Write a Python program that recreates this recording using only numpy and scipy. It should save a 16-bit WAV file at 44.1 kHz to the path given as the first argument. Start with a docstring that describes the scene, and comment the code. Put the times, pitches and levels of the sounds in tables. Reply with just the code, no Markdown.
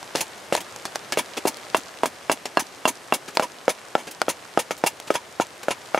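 """Woody knocks, each followed by a short rasp and a tearing shaving, with sharp snaps now and then and light rain.
A hatchet trims a billet on a chopping block in a snowy wood, heard close by in stereo.
Knocks are pushes into a damped resonance; skids, tears and rasps are shaped noise; snaps are short noise bursts.
All of these excite the modes of billet and steel, and a soft low thud follows each tear.
Rain on dead leaves all around is filtered noise for the far drops and resonant clicks for the near ones."""
import sys
import numpy as np
from scipy import signal
from scipy.fft import rfft, irfft
from scipy.io import wavfile

SR = 44100
rng = np.random.default_rng(int(sys.argv[2]) if len(sys.argv) > 2 else 0)


def transcribe(u):
    """Save the signal u as a 16-bit wav file named by the first command-line argument.

    u: samples, shape (n,) or (channels, n), limited to [-1, 1]; the rate is SR.
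    q: integer samples, one column per channel.
    """
    v = np.clip(np.atleast_2d(u).T, -1, 1)
    q = np.round(v * 32767).astype(np.int16)
    wavfile.write(sys.argv[1], SR, q)


N = 264159
SIZE = SR // 6   # samples in one short sound
AGE = np.arange(SIZE) / SR   # seconds since its start


def from_db(db):
    """Decibels to an amplitude factor."""
    return 10 ** (np.asarray(db) / 20)


def rms_one(x):
    """Scale a steady sound to rms 1."""
    return x / np.sqrt(np.mean(x ** 2) + 1e-20)


def blow_one(x):
    """Scale a short sound as if all its energy lay in 5 ms at rms 1."""
    return x / np.sqrt(np.sum(x ** 2) / (.005 * SR))


def at_hz(points, hz):
    """Read a spectrum on a log-frequency axis."""
    points_hz, values = np.transpose(points)
    return np.interp(np.log(hz + 1e-9), np.log(points_hz), values)


def cut(x, hz, kind, order=2):
    """Butterworth filter."""
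    sos = signal.butter(order, np.minimum(hz, SR * 9 / 20), kind, fs=SR, output="sos")
    return signal.sosfilt(sos, x + 1e-18)


def two_poles(hz, width_hz):
    """Pole radius and denominator of a damped oscillation."""
    r = np.exp(-np.pi * width_hz / SR)
    return r, [1, -2 * r * np.cos(2 * np.pi * hz / SR), r * r]


def resonance(x, hz, width_hz):
    """Two-pole resonance with gain 1 on top."""
    r, poles = two_poles(hz, width_hz)
    return signal.lfilter(np.array([1, 0, -1]) * (1 - r * r) / 2, poles, x + 1e-18)


def disperse(x, hz, width_hz):
    """All-pass: slow bending waves arrive after the first edge of a blow."""
    _, poles = two_poles(hz, width_hz)
    return signal.lfilter(poles[::-1], poles, x)


def colour(x, spectrum):
    """Give steady noise a spectrum; rms 1."""
    n = x.shape[-1]
    gain = from_db(at_hz(spectrum, np.fft.rfftfreq(n, 1 / SR)))
    return rms_one(irfft(rfft(x) * gain, n))


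def dying_noise(t60):
    """Dense, quickly damped vibration of unit energy."""
    x = rng.standard_normal(SIZE) * from_db(-60 * AGE / t60)
    return x / np.linalg.norm(x)


def add(track, start_s, sound):
    """Mix a sound into a track."""
    i = max(round(start_s * SR), 0)
    track[i:i + len(sound)] += sound[:max(N - i, 0)]


# hatchet strokes: the blade knocks, skids on, catches with a softer knock and tears up a shaving:
# [start_s, knock_db, thump_hz, contact_hz (brightness before the stiffness factor), skid_s (length),
#  skid_db (as the skid starts, before the edge trim), catch_db, tear_s (length),
#  tear_db (midway, before the edge trim), hiss_db (treble lift of the tear)]
STROKES = [(0.151, -17.5, 540, 850, 0.056, -21, -37, 0.0074, -23, 5.5),
           (0.5243, -13.5, 527, 950, 0.049, -21.5, -35, 0.0046, -28, -4),
           (1.1727, -14, 606, 1350, .012, -18, -34, 0.0106, -23, 1.5),
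           (1.453, -12.5, 540, 900, 0.018, -25.5, -20.5, .011, -23.5, 7),
           (1.7464, -9, 780, 1670, 0.02, -26, -27, 0.0033, -27.5, 8),
           (2.0338, -10.5, 704, 1350, .023, -28.5, -19.5, 0.0041, -26, 6),
           (2.297, -10.5, 710, 1360, .018, -27.5, -19, 0.0075, -25, 7),
           (2.5718, -8.5, 800, 1500, .021, -33, -27, 0.015, -25, 3),
           (2.8539, -9.5, 644, 1270, 0.022, -23.5, -20.5, 0.014, -24, 6),
           (3.1236, -10, 736, 1500, 0.013, -35, -28, 0.01, -25, 8),
           (3.3963, -11.5, 704, 1410, 0.027, -28, -25.5, 0.015, -27, -4),
           (3.68, -9, 715, 1300, .011, -30, -30, 0.015, -23, -3),
           (3.9523, -10, 660, 1270, .027, -38, -31, 0.031, -37.5, -6),
           (4.2822, -14.5, 540, 1140, 0.0059, -26, -38, .015, -23.5, 3),
           (4.5744, -9, 594, 1160, 0.015, -36, -23, 0.014, -24, 2),
           (4.7083, -19, 527, 1650, 0.0028, -15.5, -32, 0.0061, -29.5, -4),
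           (4.8385, -11, 553, 950, .024, -28, -28, 0.012, -23, 8.5),
           (5.104, -10, 720, 1480, 0.049, -30.5, -23.5, 0.0055, -23, -9),
           (5.3988, -11.5, 620, 990, .006, -30, -31, .017, -27.5, -5),
           (5.6833, -13, 580, 1160, .023, -29, -22.5, .011, -22.5, -11.5),
           (5.9458, -10.5, 654, 1410, .030, -30, -18, .004, -33.5, -26)]


def blade_contacts():
    """Each stroke knocks on landing and again, softly, where the edge catches."""
    for start_s, knock_db, thump_hz, contact_hz, skid_s, _, catch_db, *_ in STROKES:
        yield start_s, knock_db, thump_hz, contact_hz
        yield start_s + skid_s, catch_db, thump_hz, contact_hz


# where the blade lands on the billet: [start_s, place (0 high up .. 1 near the foot)]
BLADE_PLACE = [(0.15, 0.97), (1.45, .05), (2.85, 0.09), (3.4, 0.41), (3.68, 0.99), (5.95, 1)]


def place_at(s):
    """How far down the billet the blade is working."""
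    return np.clip(np.interp(s, *np.transpose(BLADE_PLACE)), 0, 1)


# modes of billet and steel head; a lift below 0 dB weakens the mode:
# [mode_hz, width_hz, high_db (lift when struck high up), foot_db (lift when struck near the foot),
#  shaved_db (lift when shaved or snapped, before the ring setting)]
BILLET_MODES = [(285, 157, 4.5, 4.5, 0), (427, 176, 2, 1, -2.5), (527, 98, -1, 6.5, 2.5),
                (641, 32, 7.5, 0.5, 1), (780, 110, -0.5, 2, 0.5), (933, 92, 0.5, 1.5, 5.5),
                (972, 64, 7, -18.5, 3), (1130, 190, 3, -17, -1), (1283, 59, 0, 8, 4.5),
                (1415, 99, -1, 5.5, -1.5), (1657, 93, 9, -4, -6.5), (1746, 110, -25, 6.5, 3.5),
                (2262, 143, 2, 7.5, 4.5), (2739, 74, 21, 12.5, 2.5), (3370, 210, 11, 12, 1.5),
                (4240, 41, 14, 4, 0.5), (5120, 100, 11.5, 13, 2), (6150, 12, 6, 18, 4.5),
                (6770, 16, 11, 10, 3.5), (9280, 320, 12, -5, 2.5), (10150, 69, 3, 5, 4.5),
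                (10840, 63, -26, -9, 5.5)]
BURIED_WIDTH_HZ = 94   # buried in the wood, the steel cannot ring more narrowly than this


def billet(x, place=None, ring_db=0, scatter_db=2.5, detune=0.037, wood_hz=2000):
    """Wood and steel lift or weaken their own modes, by how and where they are touched."""
    strongest_db = max(mode[4] for mode in BILLET_MODES)
    for hz, width_hz, high_db, foot_db, shaved_db in BILLET_MODES:
        if place is None:
            # the strongest lift changes by ring_db, the others in proportion
            lift_db = shaved_db * (1 + ring_db / strongest_db)
            width_hz = max(width_hz, BURIED_WIDTH_HZ)
        else:
            lift_db = high_db + (foot_db - high_db) * np.clip(place, 0, 1)
        # the wood's low modes shift with the grip, the high ones stay put
        hz = hz * (1 + detune * rng.uniform(-1.06, 1) * (hz < wood_hz))
        gain = from_db(lift_db + scatter_db * rng.standard_normal())
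        x = x + (gain - 1) * resonance(x, hz, width_hz)
    return x


SHIVER_HIGH_DB, SHIVER_FOOT_DB = -4, -10   # after-ring of a knock, high up and near the foot
KNOCK_LEFT_DB = -0.4   # left against right: knocks lean slightly right


def knocks(ring_t60=0.069, thump_width_hz=700, low_hz=125, bite_db=-19, bite_t60=0.021,
           bite_hz=4500, stiffness=0.96, block_hz=165, block_db=-3):
    """One push into a heavily damped thump; block and billet shiver on after it."""
    out = np.zeros((2, N))
    for start_s, level_db, thump_hz, contact_hz in blade_contacts():
        place = place_at(start_s)
        shiver_db = SHIVER_HIGH_DB + (SHIVER_FOOT_DB - SHIVER_HIGH_DB) * place
        shiver = cut(dying_noise(ring_t60), 245, "high") * (1 - np.exp(-AGE / 0.0034))
        push = (AGE == 0) + from_db(shiver_db) * shiver
        thump = resonance(push, thump_hz, thump_width_hz)
        thump = blow_one(cut(thump, stiffness * contact_hz, "low"))
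        thump = thump + from_db(block_db) * resonance(thump, block_hz, 80)
        # the edge crushes fibres for a few milliseconds as it bites
        bite = cut(dying_noise(bite_t60), bite_hz, "low", order=1)
        bite = blow_one(cut(bite, 710, "high"))
        bite = cut(bite, 11000, "low")
        # a brighter contact bites harder
        touch = thump + from_db(bite_db) * contact_hz / 1300 * bite
        # light blows hardly move the block, so they lack bass
        bass_hz = low_hz * from_db(0.44 * np.clip(-13.5 - level_db, 0, 8))
        touch = cut(touch, bass_hz, "high")
        knock = billet(touch, place, scatter_db=3.0)
        knock = blow_one(disperse(knock, hz=736, width_hz=1470))
        add(out[0], start_s, from_db(level_db + KNOCK_LEFT_DB / 2) * knock)
        add(out[1], start_s, from_db(level_db - KNOCK_LEFT_DB / 2) * knock)
    return out


# short rasps of the edge: light scrapes, a light tap and the rasp late in one stroke's skid:
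# [start_s, length_s, level_db (midway, before the edge trim), hiss_db (treble lift)]
RASPS = [(0.604, 0.0035, -28.5, 3.5), (0.854, 0.0061, -26, -23), (0.949, 0.011, -31.5, -10),
         (1.123, 0.0079, -19, -13), (1.368, 0.013, -22.5, -15), (2.454, 0.0035, -21, -26),
         (3.279, 0.01, -28.5, -18), (3.349, .004, -36, 7), (4.069, 0.016, -31, -20),
         (4.11, .005, -42, 14.5), (4.777, .003, -45.5, 15), (5.07, 0.013, -31, -20), (5.14, 0.01, -26, -3),
         (5.63, .004, -28.5, -7)]
RASP_SWELL_DB, RASP_RING_DB = 1, -10
# the skidding edge loses pressure as it goes
SKID_SWELL_DB, SKID_HISS_DB, SKID_RING_DB = -8.5, -6.5, -5
# a thick, dull shaving shakes the billet more than a thin, hissing one
TEAR_SWELL_DB, TEAR_RING_DB, RING_PER_HISS = 0.5, 5, -0.28


def edge_runs():
    """Skid and tear of each stroke, then the short rasps; levels hold midway through the run."""
    for start_s, _, _, _, skid_s, skid_db, _, tear_s, tear_db, hiss_db in STROKES:
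        skid_mid_db = skid_db + SKID_SWELL_DB / 2
        yield start_s, skid_s, skid_mid_db, SKID_SWELL_DB, SKID_HISS_DB, SKID_RING_DB
        tear_ring_db = TEAR_RING_DB + RING_PER_HISS * hiss_db
        yield start_s + skid_s, tear_s, tear_db, TEAR_SWELL_DB, hiss_db, tear_ring_db
    for start_s, length_s, level_db, hiss_db in RASPS:
        yield start_s, length_s, level_db, RASP_SWELL_DB, hiss_db, RASP_RING_DB


# spectrum of tearing fibres, overall level set apart: [freq_hz, density_db (per Hz)]
TEAR_SPECTRUM = [(60, -22.5), (150, -3), (300, 2.5), (800, 1), (1300, -8), (2000, -4), (2800, -2.5),
                 (4200, -6), (7000, -5), (8200, -7), (10000, -8), (13000, -12), (16000, -21)]
EDGE_TRIM_DB = -4.0   # applied to every skid, tear and rasp


def shavings(attack_s=0.00069, tail_t60=0.071, grain_db=2.0, hiss_hz=6500, chip_db=4,
             crack_db=-7, cracks_per_s=450):
    """Fibres break in a dense crackle while the edge travels, and die away as it stalls."""
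    out = np.zeros(N)
    for start_s, length_s, level_db, swell_db, hiss_db, ring_db in edge_runs():
        # bundles of fibres give way about a millisecond apart
        bundle_s = AGE[::40]
        clumps = np.interp(AGE, bundle_s, rng.uniform(-1.7, 1.7, len(bundle_s)))
        fine = rms_one(rng.standard_normal(SIZE) * from_db(grain_db * clumps))
        # thicker fibres crack one by one, only while the edge moves
        cracks = (rng.random(SIZE) < cracks_per_s / SR) * rng.uniform(-0.86, 1, SIZE)
        thick = rms_one(cracks) * (AGE < length_s)
        fibres = colour(fine + from_db(crack_db) * thick, TEAR_SPECTRUM)
        fibres = fibres + (from_db(hiss_db) - 1) * cut(fibres, hiss_hz, "high", order=1)
        # every run has a few pitches of its own
        for hz in 1200 * 2 ** rng.uniform(0, 2.32, size=5):
            fibres = fibres + (from_db(chip_db) - 1) * resonance(fibres, hz, 117)
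        travel = np.minimum(AGE / length_s, 1)
        stall_db = -60 * np.maximum(AGE - length_s, 0) / tail_t60
        force = (1 - np.exp(-AGE / attack_s)) * from_db(swell_db * (travel - .5) + stall_db)
        add(out, start_s, from_db(level_db + EDGE_TRIM_DB) * billet(fibres * force, ring_db=ring_db))
    return out


# splinters snap, the edge ticks on the wood:
# [start_s, level_db, width_hz (of the bright crack), body_db (woody body against the crack)]
SNAPS = [(0.0285, -33, 4000, 3.5), (0.157, -19.5, 2000, 1.5), (0.171, -31, 4000, -18),
         (0.2126, -27, 4000, -5), (0.551, -15, 3500, 3.5), (0.5652, -27.5, 4000, -16),
         (0.7613, -33, 4000, -3), (0.8534, -24.5, 3500, 2), (0.9573, -21, 4960, -0.5),
         (1.1226, -21.5, 3530, -5), (1.5698, -35.5, 5000, -5), (3.3713, -11.5, 1300, 4),
         (4.2167, -13, 2960, 9.5), (5.0002, -31.5, 4000, 0), (5.4683, -42, 4000, -17)]
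SNAP_HZ, SNAP_HZ_PER_DB = 4000, -37   # pitch of a full-scale snap; smaller splinters are higher


def snaps(crack_t60=0.008, tail_db=-17, tail_t60=0.054, top_hz=12000, ring_db=-5,
          body_hz=650, shiver_db=-9):
    """A splinter gives way within a millisecond or two and jolts the wood."""
    out = np.zeros(N)
    for start_s, level_db, width_hz, body_db in SNAPS:
        centre_hz = SNAP_HZ + SNAP_HZ_PER_DB * level_db
        crack = dying_noise(crack_t60) * (1 - np.exp(-AGE / 0.00014))
        crack = blow_one(cut(resonance(crack, centre_hz, width_hz), top_hz, "low"))
        crumbs = blow_one(resonance(dying_noise(tail_t60), 3900, 4500))
        bright = crack + from_db(tail_db) * crumbs
        jolt = (AGE == 0) + from_db(shiver_db) * dying_noise(tail_t60)
        body = cut(resonance(jolt, body_hz, 710), 4000, "low")
        body = blow_one(cut(body, 108, "high"))
        body = disperse(body, hz=900, width_hz=1170)
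        snap = blow_one(billet(bright + from_db(body_db) * body, ring_db=ring_db))
        add(out, start_s, from_db(level_db) * snap)
    return out


# SETTLE_FOOT_DB is added in full near the foot, so the thud is softer there
SETTLE_DELAY_S, SETTLE_DB, SETTLE_FOOT_DB, SETTLE_HZ = 0.01297, -32, -17, 277


def settles(swell_s=0.0024):
    """The billet drops back on the block after each tear: a soft, low thud of a few cycles."""
    out = np.zeros(N)
    thud = blow_one(AGE * np.exp(-AGE / swell_s) * np.sin(2 * np.pi * SETTLE_HZ * AGE))
    for start_s, _, _, _, skid_s, _, _, tear_s, *_ in STROKES:
        level_db = SETTLE_DB + SETTLE_FOOT_DB * place_at(start_s)
        add(out, start_s + skid_s + tear_s + SETTLE_DELAY_S, from_db(level_db) * thud)
    return out


def surroundings(x, near_db=-13, near_t60=0.034, sparkle_db=-13, far_db=-33, far_t60=0.1):
    """Ground and body scatter sound to each side, most in the treble; the trunks return a faint wash."""
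    scatter = dying_noise(near_t60) * (1 - np.exp(-AGE / 0.0012))
    near = from_db(near_db) * scatter + from_db(sparkle_db) * cut(scatter, 7100, "high", order=1)
    far = cut(np.array([dying_noise(far_t60), dying_noise(far_t60)]), 3000, "low", order=1)
    # opposite signs left and right spread the near scatter
    echo = near * np.array([[1], [-1]]) + from_db(far_db) * far
    return signal.fftconvolve(x.mean(axis=0)[None], echo, axes=1)[:, :N]


def rain_drops(per_s=450, spread_db=4.0, pan_db=8.5, damping=0.72, tilt_db=0.5, top_hz=8000):
    """Near drops tick on leaves, each in one of twelve dull, heavily damped pitches."""
    out = np.zeros((2, N))
    for hz in np.geomspace(700, 8000, num=12):
        chance, size, side, sign = rng.random((4, N))
        at = np.flatnonzero(chance < per_s / 12 / SR)
        # most drops are small, a few are large
        weight = from_db(spread_db * np.minimum(-np.log(size[at]), 4)) * np.sign(sign[at] - .5)
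        clicks = np.zeros((2, N))
        clicks[:, at] = weight * from_db(pan_db * (2 * side[at] - 1) * np.array([[1], [-1]]))
        ticks = resonance(clicks, hz, damping * hz)
        out += ticks / np.sqrt(hz) * from_db(tilt_db * np.log2(hz))
    return rms_one(cut(out, top_hz, "low"))


# spectrum of far rain, overall level set apart: [freq_hz, density_db (per Hz)]
WASH_SPECTRUM = [(15, -73), (25, -46), (82, -9), (123, -7), (166, -7.5), (249, -6.5), (354, -2.5),
                 (451, -2), (641, -1), (887, -3.5), (1480, -5.5), (3520, -13), (9070, -18), (14400, -28),
                 (16000, -56)]
# how alike far rain is at left and right: [freq_hz, likeness (1 = identical)]
WASH_LIKENESS = [(60, 0.86), (130, 0.67), (290, 0.77), (640, 0.74), (1410, 0.59), (3100, 0.78),
                 (6820, 0.86), (15000, 0.34)]


def rain_wash():
    """Countless far drops merge into a soft hiss, partly alike at left and right."""
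    alike = np.clip(at_hz(WASH_LIKENESS, np.fft.rfftfreq(N, 1 / SR)), -.99, .99)
    mid, side = rfft(rng.standard_normal((2, N)))
    stereo = np.sqrt(1 + alike) * mid + np.sqrt(1 - alike) * side * [[1], [-1]]
    return colour(irfft(stereo, N), WASH_SPECTRUM)


# course of the rain: [start_s, level_db (of the wash)]
RAIN_LEVEL = [(0.0, -41.5), (1.6, -41), (2.17, -43), (5.49, -44), (5.99, -42)]


def rain(drops_db=-6):
    """Far wash and near drops, the drops set against the wash, rise and fall together."""
    level_db = np.interp(np.arange(N) / SR, *np.transpose(RAIN_LEVEL))
    return from_db(level_db) * (rain_wash() + from_db(drops_db) * rain_drops())


def scene(lean_db=0.15):
    """The work is near the centre, with rain on all sides."""
    # all but the knocks and the scattered sound lean slightly left
    lean_left = from_db([[lean_db], [-lean_db]])
    work = knocks() + lean_left * (shavings() + snaps() + settles())
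    return work + surroundings(work) + lean_left * rain()


CUTOFF_HZ = 15700


def record(dry):
    """The highest peaks are rounded, the top is cut."""
    rounded = dry / (1 + (dry / .92) ** 6) ** (1 / 6)
    return signal.sosfilt(signal.ellip(10, .2, 80, CUTOFF_HZ, fs=SR, output="sos"), rounded)


dry = scene()
out = record(dry)
transcribe(out)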